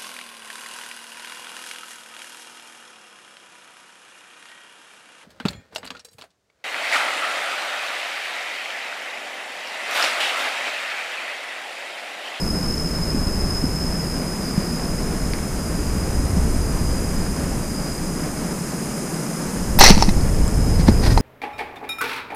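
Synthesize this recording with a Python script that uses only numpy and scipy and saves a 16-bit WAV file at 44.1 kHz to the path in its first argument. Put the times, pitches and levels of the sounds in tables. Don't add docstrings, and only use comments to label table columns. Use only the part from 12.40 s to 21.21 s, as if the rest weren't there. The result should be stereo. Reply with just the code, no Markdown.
import sys
import numpy as np
from scipy import signal
from scipy.fft import rfft, irfft, next_fast_len
from scipy.io import wavfile

SR = 44100
rng = np.random.default_rng(int(sys.argv[2]) if len(sys.argv) > 2 else 0)


def wrap_up_sound(samples):
    columns = np.atleast_2d(samples).T
    tamed = np.clip(columns, -1, 1)
    steps = np.round(tamed * 32767).astype(np.int16)
    wavfile.write(sys.argv[1], SR, steps)


N = 388521
TIME = np.arange(N) / SR

# (frequency [Hz], density [dB per Hz])
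RUSH_COLOUR = [(76, -68), (130, -6), (162, 1.5), (299, -6.5), (536, -14), (628, -14), (668, -16.5),
               (1450, -21.5), (2360, -27), (3600, -36.5), (4640, -30.5), (5100, -29.5), (5600, -47),
               (7280, -79), (12300, -120)]
# (frequency [Hz], density [dB per Hz])
HISS_COLOUR = [(4500, -24), (5600, -2), (6700, 2), (7800, -2.5), (8800, 1), (10200, -0.5), (11200, -7),
               (12000, -11), (15500, -21)]
# (time [s], level [dB])
HISS_LEVEL = [(0, -39.5), (2, -38.5), (4.6, -37), (5.4, -37.5), (7, -36), (7.8, -37), (8.8, -38.5)]
# (frequency [Hz], density [dB per Hz])
AIR_COLOUR = [(10900, -14), (11700, -4.5), (12300, -2.5), (12900, -3), (14200, -8.5), (15300, -14)]
# (frequency [Hz], density [dB per Hz])
WIND_COLOUR = [(12, 2), (35, -0.5), (70, -2.5), (120, -9), (250, -19), (500, -26), (1200, -40.5)]
# (time [s], level [dB])
WIND_LEVEL = [(0, -27), (0.55, -30.5), (0.9, -24.5), (2.15, -34), (2.6, -28), (3.2, -29.5), (3.8, -22.5),
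              (4.4, -23), (5.7, -33.5), (6.3, -39.5), (6.95, -48), (7.35, -21.5), (8.15, -18.5),
              (8.7, -15.5), (8.8, -15.5)]
# (time [s], level [dB], centre [Hz])
CHORUS = [(0, -31.5, 5070), (0.4, -31.5, 5160), (0.9, -32, 5100), (1.35, -31.5, 5160), (1.9, -37.0, 5054),
          (2.6, -39, 5126), (3.2, -43.5, 5095), (4.3, -43, 5040), (7.1, -44.6, 5100), (8.05, -41, 5090),
          (8.55, -37.7, 5050)]
# (start [s], level [dB])
RISING_CALLS = [(0.249, -47), (1.25, -45), (1.97, -41), (3.1, -42.5), (4.15, -42.5), (5.17, -41.5),
                (6.199, -48), (7.101, -52), (8.4, -45)]
# (time [s], level [dB], pitch [Hz], t60 [s])
SHORT_RINGS = [(2.396, -19, 1880, .005), (2.935, -16, 2200, .004), (2.936, -17, 4700, .003),
               (2.987, -22, 2200, .005), (7.624, -7, 5400, .03), (7.81, -25, 4580, .008),
               (8.079, -16, 7500, 0.0054), (8.361, -24, 4400, 0.0087)]
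# (time [s], level [dB], pitch [Hz])
BUMPS_AND_PUFF = [(.746, -4.5, 259), (1.238, -3.5, 253), (2.177, -1.5, 178), (3.388, -13, 297),
                  (3.969, -4.5, 180), (7.372, -10, 180), (7.504, 8, 190), (7.505, 1, 410), (7.57, -3, 200),
                  (7.682, 0.5, 200), (8.396, -5, 161), (8.476, 1, 85.5), (8.484, 7, 215), (8.486, 4, 350),
                  (8.721, -3, 108)]
# (frequency [Hz], density [dB per Hz])
CLOTH_COLOUR = [(250, 5), (800, 4), (1300, -2), (1900, 3), (3000, -10), (4300, -1), (5800, -5), (7500, -16),
                (14000, -20)]
# (peak time [s], peak level [dB], rise and fade time constant [s])
RUBS = [(8.405, -29.5, 0.014), (8.485, -20.5, 0.0085), (8.639, -26, 0.011), (8.668, -22.5, 0.013),
        (8.718, -26.5, .018)]
# (frequency [Hz], level [dB], t60 [s])
FRAME_MODES = [(395, -6.5, 0.015), (810, -5.5, 0.03), (900, -2.5, 0.03), (1190, -13, 0.023),
               (1940, -13, 0.019), (2080, -8, 0.019), (2610, -9.5, 0.014), (4030, -12.5, 0.031),
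               (4260, -8.5, 0.026), (4590, -5.5, 0.0094), (5266, -7.5, 0.029), (5500, -8.5, 0.021),
               (5830, -7, 0.02), (6100, -12, 0.011)]
# (time [s], level [dB], bass share [dB], crack share [dB])
BLOWS = [(7.389, -8, -3, 1), (7.409, 7.5, -3, -16), (7.414, -4, 10, -12), (7.438, 8.5, -2, -4),
         (7.461, 2.5, -11, -5), (7.502, -9, 2, 1), (7.578, -20, 6, -12), (7.624, -12, 10, -19),
         (7.69, -16.5, 0, -4), (8.483, -21, 9, -6), (8.776, -15, 9.5, -6)]

RUSH_DB, WIND_DB, CHORUS_DB = -26.5, 2.5, 0.5
BUMP_CYCLES = 10
SHOT_S, SPENT_S = 7.39, 7.505
LINE_DB, LINE_RISE_S, LINE_T60_S = -9.5, 0.015, 0.12
TRAIL_DB, TRAIL_RISE_S, TRAIL_T60_S = -25.5, 0.1, 0.42
SWING_HZ, SWING_T60_S = 13.9, 1.34
SWING_PRESSURE, SWING_TURBULENCE = 0.82, 0.41
CHATTER_S, CHATTER_DOUBLING_DB = 0.0051, 14.5
CUTOFF_HZ = 15400


def from_db(db):
    return 10 ** (np.asarray(db) / 20)


def rms_one(x):
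    return x / np.sqrt(np.mean(x ** 2) + 1e-20)


def level(rows):
    return from_db(np.interp(TIME, *np.transpose(rows)))


def envelope(start, rise, end, t60):
    attack = np.clip((TIME - start) / rise, 0, 1)
    return attack * from_db(-60 * np.maximum(TIME - end, 0) / t60)


def butter(x, hz, kind, order=2):
    corner = np.clip(hz, 10, 0.45 * SR)
    sections = signal.butter(order, corner, kind, fs=SR, output="sos")
    return signal.sosfilt(sections, x + 1e-18)


def noise(spectrum):
    hz, db = np.transpose(spectrum)
    size = next_fast_len(N)
    bins = np.maximum(np.arange(size // 2 + 1) * SR / size, 1)
    gain = from_db(np.interp(np.log(bins), np.log(hz), db, left=-90, right=-90))
    white = rng.standard_normal(size)
    return rms_one(irfft(rfft(white) * gain, size)[:N])


def drift(hz):
    knots = rng.standard_normal(int(2 * hz * N / SR) + 4)
    return rms_one(np.interp(2 * hz * TIME, np.arange(len(knots)), knots))


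def ring(drive, hz, t60):
    radius = from_db(-60 / (t60 * SR))
    angle = 2 * np.pi * hz / SR
    feedback = [1, -2 * radius * np.cos(angle), radius * radius]
    return signal.lfilter([0, np.sin(angle)], feedback, drive + 1e-18)


def burst(s, length):
    out = np.zeros(N)
    age = np.arange(SR // 8) / SR
    chance = rng.standard_normal(len(age))
    spray = chance * np.abs(chance) * np.exp(-age / length)
    start = int(s * SR)
    out[start:start + len(age)] = (spray / np.linalg.norm(spray))[:N - start]
    return out


def rush():
    return from_db(RUSH_DB) * noise(RUSH_COLOUR) * from_db(0.6 * drift(13.6))


def hiss():
    return level(HISS_LEVEL) * noise(HISS_COLOUR)


def air():
    return np.array([noise(AIR_COLOUR), noise(AIR_COLOUR)]) * from_db([[-47.5], [-48]])


def wind():
    return from_db(WIND_DB) * level(WIND_LEVEL) * noise(WIND_COLOUR)


def shrill(hz, spread_hz, wander_hz=20, flutter=0.43, count=5):
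    out = 0
    for place in np.linspace(-1, 1, count):
        pitch = hz + place * spread_hz + wander_hz * drift(9)
        tone = np.sin(2 * np.pi * (np.cumsum(pitch) / SR + rng.random()))
        out = out + tone * (1 + flutter * drift(55)) * from_db(-5 * place ** 2)
    return rms_one(out)


def insect_chorus():
    s, db, hz = np.transpose(CHORUS)
    loudness = from_db(CHORUS_DB + np.interp(TIME, s, db))
    return loudness * shrill(np.interp(TIME, s, hz), spread_hz=105, count=7)


def insect_callers(start_hz=4850, slide_hz_per_s=270, swell_s=0.1, fade_s=1.0):
    out = np.zeros(N)
    for turn in range(2):
        starts, db = np.transpose(RISING_CALLS[turn::2])
        call = np.maximum(np.searchsorted(starts, TIME) - 1, 0)
        age = np.maximum(TIME - starts[call], 0)
        swell = np.minimum(age / swell_s, 1)
        loudness = from_db(db[call]) * swell * np.exp(-(age / fade_s) ** 4)
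        out += loudness * shrill(start_hz + slide_hz_per_s * age, spread_hz=75, count=5)
    return out


def ticks_and_slap_ring():
    out = np.zeros(N)
    for s, db, hz, t60 in SHORT_RINGS:
        out += from_db(db) * ring(burst(s, 0.00054), hz, t60)
    return out


def bumps_and_puff(bump_rise_s=0.002):
    out = np.zeros(N)
    for s, db, hz in BUMPS_AND_PUFF:
        on = slice(int(s * SR), int(s * SR) + SR // 4)
        age = TIME[on] - TIME[on][0]
        fade = from_db(db - 60 * age * hz / BUMP_CYCLES)
        out[on] += fade * (1 - np.exp(-age / bump_rise_s)) * np.sin(2 * np.pi * hz * age)
    return out


def sleeve(grain_db=1.5, catches_hz=300):
    rubbing = sum(from_db(db) * np.exp(-np.abs(TIME - s) / fade) for s, db, fade in RUBS)
    return rubbing * noise(CLOTH_COLOUR) * from_db(grain_db * drift(catches_hz))


def recoil(rise_s=0.01, eddy_hz=65):
    swing = np.sin(2 * np.pi * SWING_HZ * (TIME - SHOT_S))
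    gusts = swing + SWING_TURBULENCE * drift(eddy_hz)
    return SWING_PRESSURE * envelope(SHOT_S, rise_s, SHOT_S, SWING_T60_S) * gusts


def line(grain_db=1.8, bass_db=-3, coils_per_s=105, coil_db=3, damped_t60=0.011):
    coil_rate = coils_per_s * (1 + 0.096 * drift(30))
    coils = np.cos(2 * np.pi * np.cumsum(coil_rate) / SR)
    grains = from_db(grain_db * drift(300) + coil_db * coils)
    body = 0
    for hz, db, _ in FRAME_MODES:
        scrape = rng.standard_normal(N) * grains * from_db(2.5 * drift(40))
        mode_db = db + bass_db * (hz < 1500)
        body = body + from_db(mode_db) * ring(scrape, hz, damped_t60)
    swish = butter(rng.standard_normal(N) * grains, 6500, "low")
    running = from_db(LINE_DB) * envelope(SHOT_S, LINE_RISE_S, SPENT_S, LINE_T60_S)
    trailing = from_db(TRAIL_DB) * envelope(SPENT_S, TRAIL_RISE_S, SPENT_S + TRAIL_RISE_S, TRAIL_T60_S)
    return (running + trailing) * (rms_one(body) + from_db(-9) * rms_one(swish))


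def release(at_s=7.3926, rise_s=0.0024, fall_s=0.0042, zip_db=-6.5, far_ear_db=-9):
    age = TIME - at_s
    swell = np.exp(-np.minimum(np.maximum(-age / rise_s, age / fall_s), 20))
    thin = noise([(7000, -15), (12500, 2), (15000, -1), (16000, -9)])
    return from_db(zip_db) * swell * thin * from_db([[0], [far_ear_db]])


def blows(bass_edge_hz=1500, crack_edge_hz=1200, scatter_db=1.0):
    out = np.zeros(N)
    for s, db, bass_db, crack_db in BLOWS:
        on = slice(int(s * SR), int(s * SR) + SR // 5)
        chatter = burst(s, CHATTER_S * 2 ** (db / CHATTER_DOUBLING_DB))[on]
        push = from_db(bass_db) * signal.unit_impulse(len(chatter))
        sound = from_db(11.5 + crack_db) * butter(chatter, crack_edge_hz, "high")
        for hz, mode_db, t60 in FRAME_MODES:
            drive = push if hz < bass_edge_hz else chatter * from_db(scatter_db * rng.standard_normal())
            sound += from_db(mode_db) * ring(drive, hz, t60)
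        out[on] += from_db(db) * sound
    return out


def scene():
    background = rush() + hiss() + air() + wind() + insect_chorus() + insect_callers()
    close_details = ticks_and_slap_ring() + bumps_and_puff() + sleeve()
    shot = recoil() + line() + release() + blows()
    return background + close_details + shot


def record(dry):
    fine = signal.resample_poly(dry, 2, 1, axis=-1)
    limited = fine / (1 + fine ** 8) ** (1 / 8)
    overloaded = signal.resample_poly(limited, 1, 2, axis=-1)
    top_cut = signal.ellip(10, 0.1, 80, CUTOFF_HZ, fs=SR, output="sos")
    return signal.sosfilt(top_cut, overloaded)


dry = scene()
out = record(dry)
wrap_up_sound(out)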